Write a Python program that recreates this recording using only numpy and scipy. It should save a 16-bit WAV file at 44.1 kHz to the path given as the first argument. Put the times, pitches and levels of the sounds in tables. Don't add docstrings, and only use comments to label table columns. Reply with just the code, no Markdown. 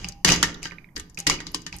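import sys
import numpy as np
from scipy import signal
from scipy.fft import rfft, irfft
from scipy.io import wavfile

SR = 44100
rng = np.random.default_rng(int(sys.argv[2]) if len(sys.argv) > 2 else 0)


def wav_out(sig):
    wavfile.write(sys.argv[1], SR, np.round(np.clip(np.atleast_2d(sig).T, -1, 1) * 32767).astype(np.int16))


N = 79380
T = np.arange(N) / SR

# (frequency [Hz], balance [dB], share of unrelated sound [0-1])
MIC_PORTS = [(100, -2, 0.012), (392, -1, 0.049), (1190, -3.5, 0.67), (2080, -6, 0.66), (3200, -7, 1),
             (4000, 4, 1), (5800, 10.5, 1), (7200, 4, 0.6), (9200, -5, 1), (12900, -9, 0.92)]


def amp(db):
    return 10 ** (np.asarray(db) / 20)


def unit(x):
    return x / np.sqrt(np.mean(x ** 2))


def frequencies(size):
    return np.maximum(np.fft.rfftfreq(size, 1 / SR), 1)


def along(hz, table, column=1):
    table = np.array(table, float)
    return np.interp(np.log(hz), np.log(table[:, 0]), table[:, column])


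def colour(x, db_of):
    n = 2 * x.shape[-1]
    cepstrum = irfft(np.log(amp(db_of(frequencies(n)))))
    cepstrum[1:n // 2] *= 2
    cepstrum[n // 2 + 1:] = 0
    return irfft(rfft(x, n) * np.exp(rfft(cepstrum)))[..., :n // 2]


def spread(pair):
    n = pair.shape[-1]
    share = np.clip(along(frequencies(n), MIC_PORTS, column=2), 0, 1) / 2
    mid, side = rfft(pair) * np.sqrt([1 - share, share])
    return irfft(np.array([mid + side, mid - side]), n)


def noise(size):
    return spread(rng.standard_normal((2, size)))


def burst(t, decay_s, rise_s):
    envelope = np.exp(-t / decay_s) * (1 - np.exp(-(t / rise_s) ** 2))
    x = noise(len(t)) * envelope
    for _ in range(3):
        x = irfft(np.exp(1j * np.angle(rfft(x)))) * np.sqrt(envelope)
    return x * np.sqrt(2 * np.sum(envelope ** 2) / np.sum(x ** 2))


def ring(modes, t, scatter=0):
    out = 0
    for hz, db, ring_s in modes:
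        phase = rng.standard_normal((2, 1)) * along(hz, MIC_PORTS, column=2) * 1.44
        phase += scatter * rng.standard_normal()
        out = out + amp(db) * np.exp(-np.log(1000) * t / ring_s) * np.sin(2 * np.pi * hz * t + phase)
    return out


def grains(per_s, scatter_db):
    sizes = amp(scatter_db * np.minimum(rng.exponential(size=(2, N)), 2))
    signs = rng.choice([-1, 1], (2, N))
    return spread(sizes * signs * (rng.random((2, N)) < per_s / SR))


def add(out, start_s, x, balance_db=0):
    i = max(int(start_s * SR), 0)
    out[:, i:i + x.shape[-1]] += (x * amp([[balance_db / 2], [-balance_db / 2]]))[:, :N - i]


def room_rumble():
    # (frequency [Hz], level [dB])
    rumble_tone = [(25, 5.5), (60, -19), (170, 5), (400, -25.5), (1000, -16.5), (2200, -74.5),
                   (4000, -46.5), (14000, -36)]
    return amp(-53) * unit(colour(noise(N), lambda f: along(f, rumble_tone)))


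def kitchen_echo(x, size=32768):
    # (frequency [Hz], level [dB], ring time [s])
    bands = [(60, -6, 1), (170, -5, 0.59), (342, -7.5, 1), (830, -16.5, 1), (2183, -12.5, 0.41),
             (4000, -16.5, 0.43), (6200, -21.5, 0.6), (8450, -18, 0.15), (14000, -29.5, .3)]
    t = T[:size]
    spectrum, tail = rfft(noise(size)), 0
    fade_in = np.clip((t - 0.004) / 0.00573, 0, 1)
    for hz, db, ring_s in bands:
        band = along(frequencies(size), [(row[0], row[0] == hz) for row in bands])
        envelope = np.exp(-np.log(1000) * t / ring_s) * fade_in
        tail = tail + amp(db) * irfft(spectrum * band) * envelope / np.linalg.norm(envelope)
    early = noise(size) * np.exp(-t / 0.0044) * (t > 0.002)
    early = amp(-10) * unit(early) / np.sqrt(size)
    early = colour(early, lambda f: along(f, [(6500, -2.5), (9500, 5.5)]))
    return x + signal.fftconvolve(x, tail + early, axes=1)[:, :N]


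def metal_hum(hz=802):
    # (start [s], end [s], level [dB])
    spells = [(0.033, 0.216, -56.5), (1.178, 1.262, -56), (1.722, 1.803, -60.5)]
    envelope = 0
    for start, end, db in spells:
        envelope += amp(db) * np.clip(np.minimum(T - start, end + 0.0044 - T) / 0.0034, 0, 1)
    return np.sqrt(2) * envelope * np.sin(2 * np.pi * hz * T)


def air_pops(size=1024):
    # (time [s], level [dB], pitch [Hz], length [s], balance [dB])
    pockets = [(0.0444, -20, 2600, 0.0019, 0.5), (.2468, -15, 1860, 0.005, -1.5),
               (0.2877, -15.5, 1916, 0.0046, -1), (.2880, -15.5, 2930, 0.0033, 9),
               (0.2915, -15, 2510, 0.0072, 3), (0.2997, -17, 2870, 0.0043, -2),
               (.4280, -11.5, 1353, 0.004, 0.5), (0.4286, -11, 3200, 0.0032, 5.5),
               (0.4355, -13.5, 1870, 0.0034, -7), (0.5457, -34, 3770, .004, -5),
               (0.6295, -27.5, 2510, 0.0026, 5), (0.642, -30.5, 5200, 0.0027, 0),
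               (0.655, -24.5, 2996, 0.0033, 1), (0.7104, -30.5, 2272, 0.0026, -3),
               (0.7838, -32.5, 2300, 0.0035, -5), (0.8434, -39.5, 2250, 0.0037, -6),
               (.8870, -50, 2007, 0.0063, -5.5), (1.1741, -26, 2466, 0.0032, -5),
               (1.1874, -29.5, 5950, 0.0042, -2.5), (1.2018, -19.5, 6350, 0.0011, -1.5),
               (1.274, -16, 4100, 0.0025, 2.5), (1.2966, -20, 1125, 0.0058, 2),
               (1.309, -19.5, 2260, 0.007, 5), (1.387, -36.5, 2400, 0.0062, -6),
               (1.5449, -26, 1077, 0.0056, 1.5), (1.5454, -19.5, 5240, 0.0033, -5),
               (1.727, -26.5, 2450, 0.0022, -2)]
    out = np.zeros((2, N))
    for start, db, hz, length, balance_db in pockets:
        progress = T[:size] / length
        pitch = hz * (1 + 0.17 * (np.minimum(progress, 2) - 0.5))
        phase = 2 * np.pi * np.cumsum(pitch) / SR
        overtone = amp(-20.5) * np.sin(1.68 * phase)
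        envelope = progress ** 2 * np.exp(-5.5 * progress)
        add(out, start, amp(db) * envelope / envelope.max() * (np.sin(phase) + overtone), balance_db)
    return out


def wet_smacks(size=1024, slide_s_per_octave=0.0022):
    # (time [s], level [dB], centre frequency [Hz], decay [s], balance [dB])
    films = [(0.0434, -17.5, 5000, .0016, 8.5), (0.0853, -9.5, 6130, 0.0016, -3.5),
             (0.1216, -21, 5300, .0008, 1), (0.5431, -17, 5640, 0.00041, 3), (0.6287, -15, 6700, .0018, 0),
             (0.9608, -11, 4860, 0.0017, -1), (0.9783, -15, 8350, 0.00025, 10),
             (0.9968, -13.5, 7200, 0.0014, 2), (1.097, -30, 6700, 0.0014, 3.5),
             (1.145, -27, 6200, 0.00084, 1), (1.173, -19.5, 5440, 0.0013, -2),
             (1.1887, -8, 8130, 0.00055, -0.5), (1.1983, -25, 9400, .0004, -9),
             (1.202, -8.5, 7600, 0.00039, -5), (1.272, 2, 6300, 0.00095, -7),
             (1.4676, -20.5, 5800, 0.00082, 13), (1.518, -32, 11360, 0.00073, -9),
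             (1.54, -23, 5240, 0.00046, -4), (1.5458, -9, 6900, 0.0013, -7.5),
             (1.6185, -21.5, 6200, 0.00055, 1), (1.7255, -20.5, 5090, .0012, 4.5),
             (1.7643, -22, 9300, 0.0011, -7), (1.7851, -19, 7000, 0.00088, -2)]
    out = np.zeros((2, N))
    delay_s = slide_s_per_octave * np.clip(np.log2(7000 / frequencies(size)), 0, 1)
    slide = np.exp(-2j * np.pi * np.cumsum(delay_s) * SR / size)
    for start, db, hz, decay_s, balance_db in films:
        click = irfft(rfft(burst(T[:size], decay_s, decay_s / 2)) * slide)
        peak = lambda f: -21.5 * (1 - np.exp(-(np.log2(f / hz) / 0.68) ** 2))
        bass_cut = lambda f: 10 * np.minimum(np.log2(f / 1800), 0)
        add(out, start, amp(db - 0.5) * colour(click, lambda f: peak(f) + bass_cut(f)), balance_db)
    return out


def masher_drags(attack_s=0.00043, release_s=0.021):
    # (start [s], length [s], grinding [dB], crackle [dB], rocking [dB])
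    drags = [(.0, 0.096, -47.5, -59, -41), (0.26, 0.071, -25.5, -24, -30.5), (0.374, 0.12, -38, -75, -41),
             (0.62, 0.046, -47.5, -43, -46), (0.954, 0.058, -69, -60, -45),
             (1.178, 0.015, -43, -43.5, -46.5), (1.266, 0.069, -30, -38, -44),
             (1.455, 0.17, -83, -59, -48.5), (1.723, 0.036, -53, -52, -42)]
    # (frequency [Hz], level [dB])
    grind_tone = [(60, 6), (280, 5.5), (650, -2), (1100, -3), (2000, -4), (3000, -1), (4300, -11),
                  (6300, -5), (8000, -14), (14000, -43)]
    # (frequency [Hz], level [dB])
    crackle_tone = [(500, -22), (2000, 10.5), (6500, 6.5), (9000, -12), (12000, -10.5), (15000, -21)]
    # (frequency [Hz], level [dB])
    rock_tone = [(12, -11.0), (28, 15), (70, 12.5), (170, -3.5), (320, -9.5), (900, -33.5), (4000, -111)]
    grind = unit(colour(grains(per_s=5000, scatter_db=10), lambda f: along(f, grind_tone)))
    crackle = unit(colour(grains(per_s=340, scatter_db=8), lambda f: along(f, crackle_tone)))
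    rock = unit(colour(noise(N), lambda f: along(f, rock_tone)))
    out = np.zeros((2, N))
    for start, length, grind_db, crackle_db, rock_db in drags:
        fade_in = np.clip((T - start) / attack_s, 0, 1)
        fade_out = np.exp(-np.maximum(T - start - length, 0) / release_s)
        out += fade_in * fade_out * (amp(grind_db) * grind + amp(crackle_db) * crackle + amp(rock_db) * rock)
    return out


def pan_wall(x, count=110, size=8192, ring_s=0.053):
    pitches = 1650 + 5200 * (np.arange(count) + rng.random(count)) / count
    response = ring([(hz, 0, ring_s) for hz in pitches], T[:size], scatter=np.pi)
    return x + amp(-7.5) * signal.fftconvolve(x, unit(response) / np.sqrt(size), axes=1)[:, :N]


def masher_knocks(size=4096, ring_size=26000):
    # (time [s], level [dB], thud against that level [dB], thud pitch [Hz],
    # contact pitch [Hz], boost at that pitch [dB], treble tilt [dB per octave], balance [dB])
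    hits = [(0.0455, -28, 12.5, 165, 2970, 3.5, -5.5, -6.5), (0.2469, -3.5, -13, 268, 1844, 2, 0.5, 0),
            (0.2483, -7, 9.5, 274, 4830, 5, -7.5, 0.5), (0.2889, -7, 5.5, 170, 2230, -15, -2, -8),
            (0.2994, -11.5, 2.5, 204, 3020, -3, 0, 5), (0.32, -8, -8, 248, 6200, 10.5, -3, -5.5),
            (0.3328, -14, -1, 202, 5800, 9, -7, -4), (0.36, -15.5, -22, 203, 6200, 7, -5, -1),
            (0.4278, -6.5, 2.5, 211, 1355, 6.5, 1.5, -2.5), (.4300, -9.5, 0, 237, 3400, 6.5, -4.5, 6),
            (0.4418, -18.5, -7.5, 217, 1846, 17, -6.5, 3), (0.6545, -23, 3, 189, 1618, 15, -5.5, 2.5),
            (0.7188, -33.5, 12.5, 179.4, 1680, 12, -9, -2.5), (0.966, -22, 8, 356, 1715, 10, -3.5, 1.5),
            (.9970, -25, -14, 256, 6150, -19.5, -1.5, -3.5), (1.177, -41.5, 22, 164, 2510, 12, -1.5, -4),
            (1.2678, -7.5, -9.5, 307, 1972, 3.5, -1.5, -2), (1.2728, -13.5, 10.5, 303, 4800, 3, 1.5, -4),
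            (1.2974, -6.5, -4.5, 188, 1017, 0.5, -1, 1.5), (1.4027, -22.5, -11, 221, 1910, 6, -5, 0.5),
            (1.467, -27, 7, 209, 4000, 8.5, -3, -0.5), (1.5451, -14, 2, 312, 1045, 0, -1.5, 1),
            (1.6646, -21, 0, 234, 1890, 8.5, -2.5, 1.5), (1.734, -40, 18.5, 196, 838, 18.5, -6, -3.5)]
    # (frequency [Hz], level [dB])
    contact_tone = [(60, -17.5), (300, -4), (650, -15), (1100, -4.5), (2000, -3.5), (3200, 2), (4500, 0.5),
                    (6300, 4), (8000, -2), (11000, -11), (15000, -24)]
    # (frequency [Hz], level [dB], ring time [s])
    pan_modes = [(933, 2.5, 0.055), (1208.6, -4.5, 0.25), (1540, -10, 0.25), (1803, -6, 0.1),
                 (1944, 0, 0.051), (2200, -10.5, .12), (2600, -3, 0.07), (2874, 1.5, 0.15),
                 (3245, -10, .14), (3470, -1.5, 0.065), (5200, -13, 0.21), (5830, -18, 0.42),
                 (7160, -0.5, 0.062)]
    # (multiple of the contact pitch [ratio], level [dB])
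    wire_modes = [(1, 0), (1.9, -14), (2.85, -10)]
    # (frequency [Hz], level [dB], ring time [s])
    stove_modes = [(96.1, -1.5, 0.55), (162.7, -1, 0.57), (169.35, 7, 0.24), (253.8, -12, 0.92),
                   (294.2, 6, 0.14), (317.6, 1, 0.14), (408.7, -2.5, 0.18), (466, 3, 0.12),
                   (742, -5.5, 0.32), (860, -10.5, 0.86)]
    out, t, long_t = np.zeros((2, N)), T[:size], T[:ring_size]
    stove_rise = 1 - np.exp(-long_t / 0.0047)
    for start, db, thud_db, thud_hz, hz, boost_db, tilt, balance_db in hits:
        peak = lambda f: boost_db * np.exp(-(np.log2(f / hz) / 0.33) ** 2)
        tone = lambda f: peak(f) + tilt * np.log2(np.maximum(f, 700) / 3000)
        crack = amp(-1) * burst(t, decay_s=0.003, rise_s=0.00056)
        rattle = amp(-16) * noise(size) * np.exp(-t / 0.018)
        contact = colour(crack + rattle, lambda f: along(f, contact_tone) + tone(f))
        add(out, start, amp(db) * contact, balance_db)
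        pan = [(f, level + tone(f), ring_s) for f, level, ring_s in pan_modes]
        add(out, start, amp(db - 30) * ring(pan, long_t), balance_db)
        wire = [(k * hz, level, 0.06 * 1800 / hz) for k, level in wire_modes if k * hz < SR / 4]
        add(out, start, amp(db + boost_db - 18) * ring(wire, t) / 2, balance_db)
        thump = ring([(thud_hz, db + thud_db - 30.5, 0.1)], t)
        add(out, start, thump * stove_rise[:size])
        stove = [(f, level - 10 * (np.log2(f / thud_hz) / 0.91) ** 2, ring_s)
                 for f, level, ring_s in stove_modes]
        add(out, start, amp(db + thud_db - 26) * ring(stove, long_t) * stove_rise)
    return out


def scene():
    rumble = room_rumble()
    pan = pan_wall(masher_knocks() + wet_smacks() + masher_drags())
    return kitchen_echo(pan + air_pops()) + metal_hum() + rumble


def record(dry, top_hz=14400):
    lean_db = along(frequencies(2 * N), MIC_PORTS) / 2
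    x = irfft(rfft(dry, 2 * N) * amp([lean_db, -lean_db]))[:, :N]
    low_pass = signal.ellip(8, 0.2, 70, top_hz, fs=SR, output="sos")
    return signal.sosfilt(low_pass, np.clip(x, -1, 1))


dry = scene()
out = record(dry)
wav_out(out)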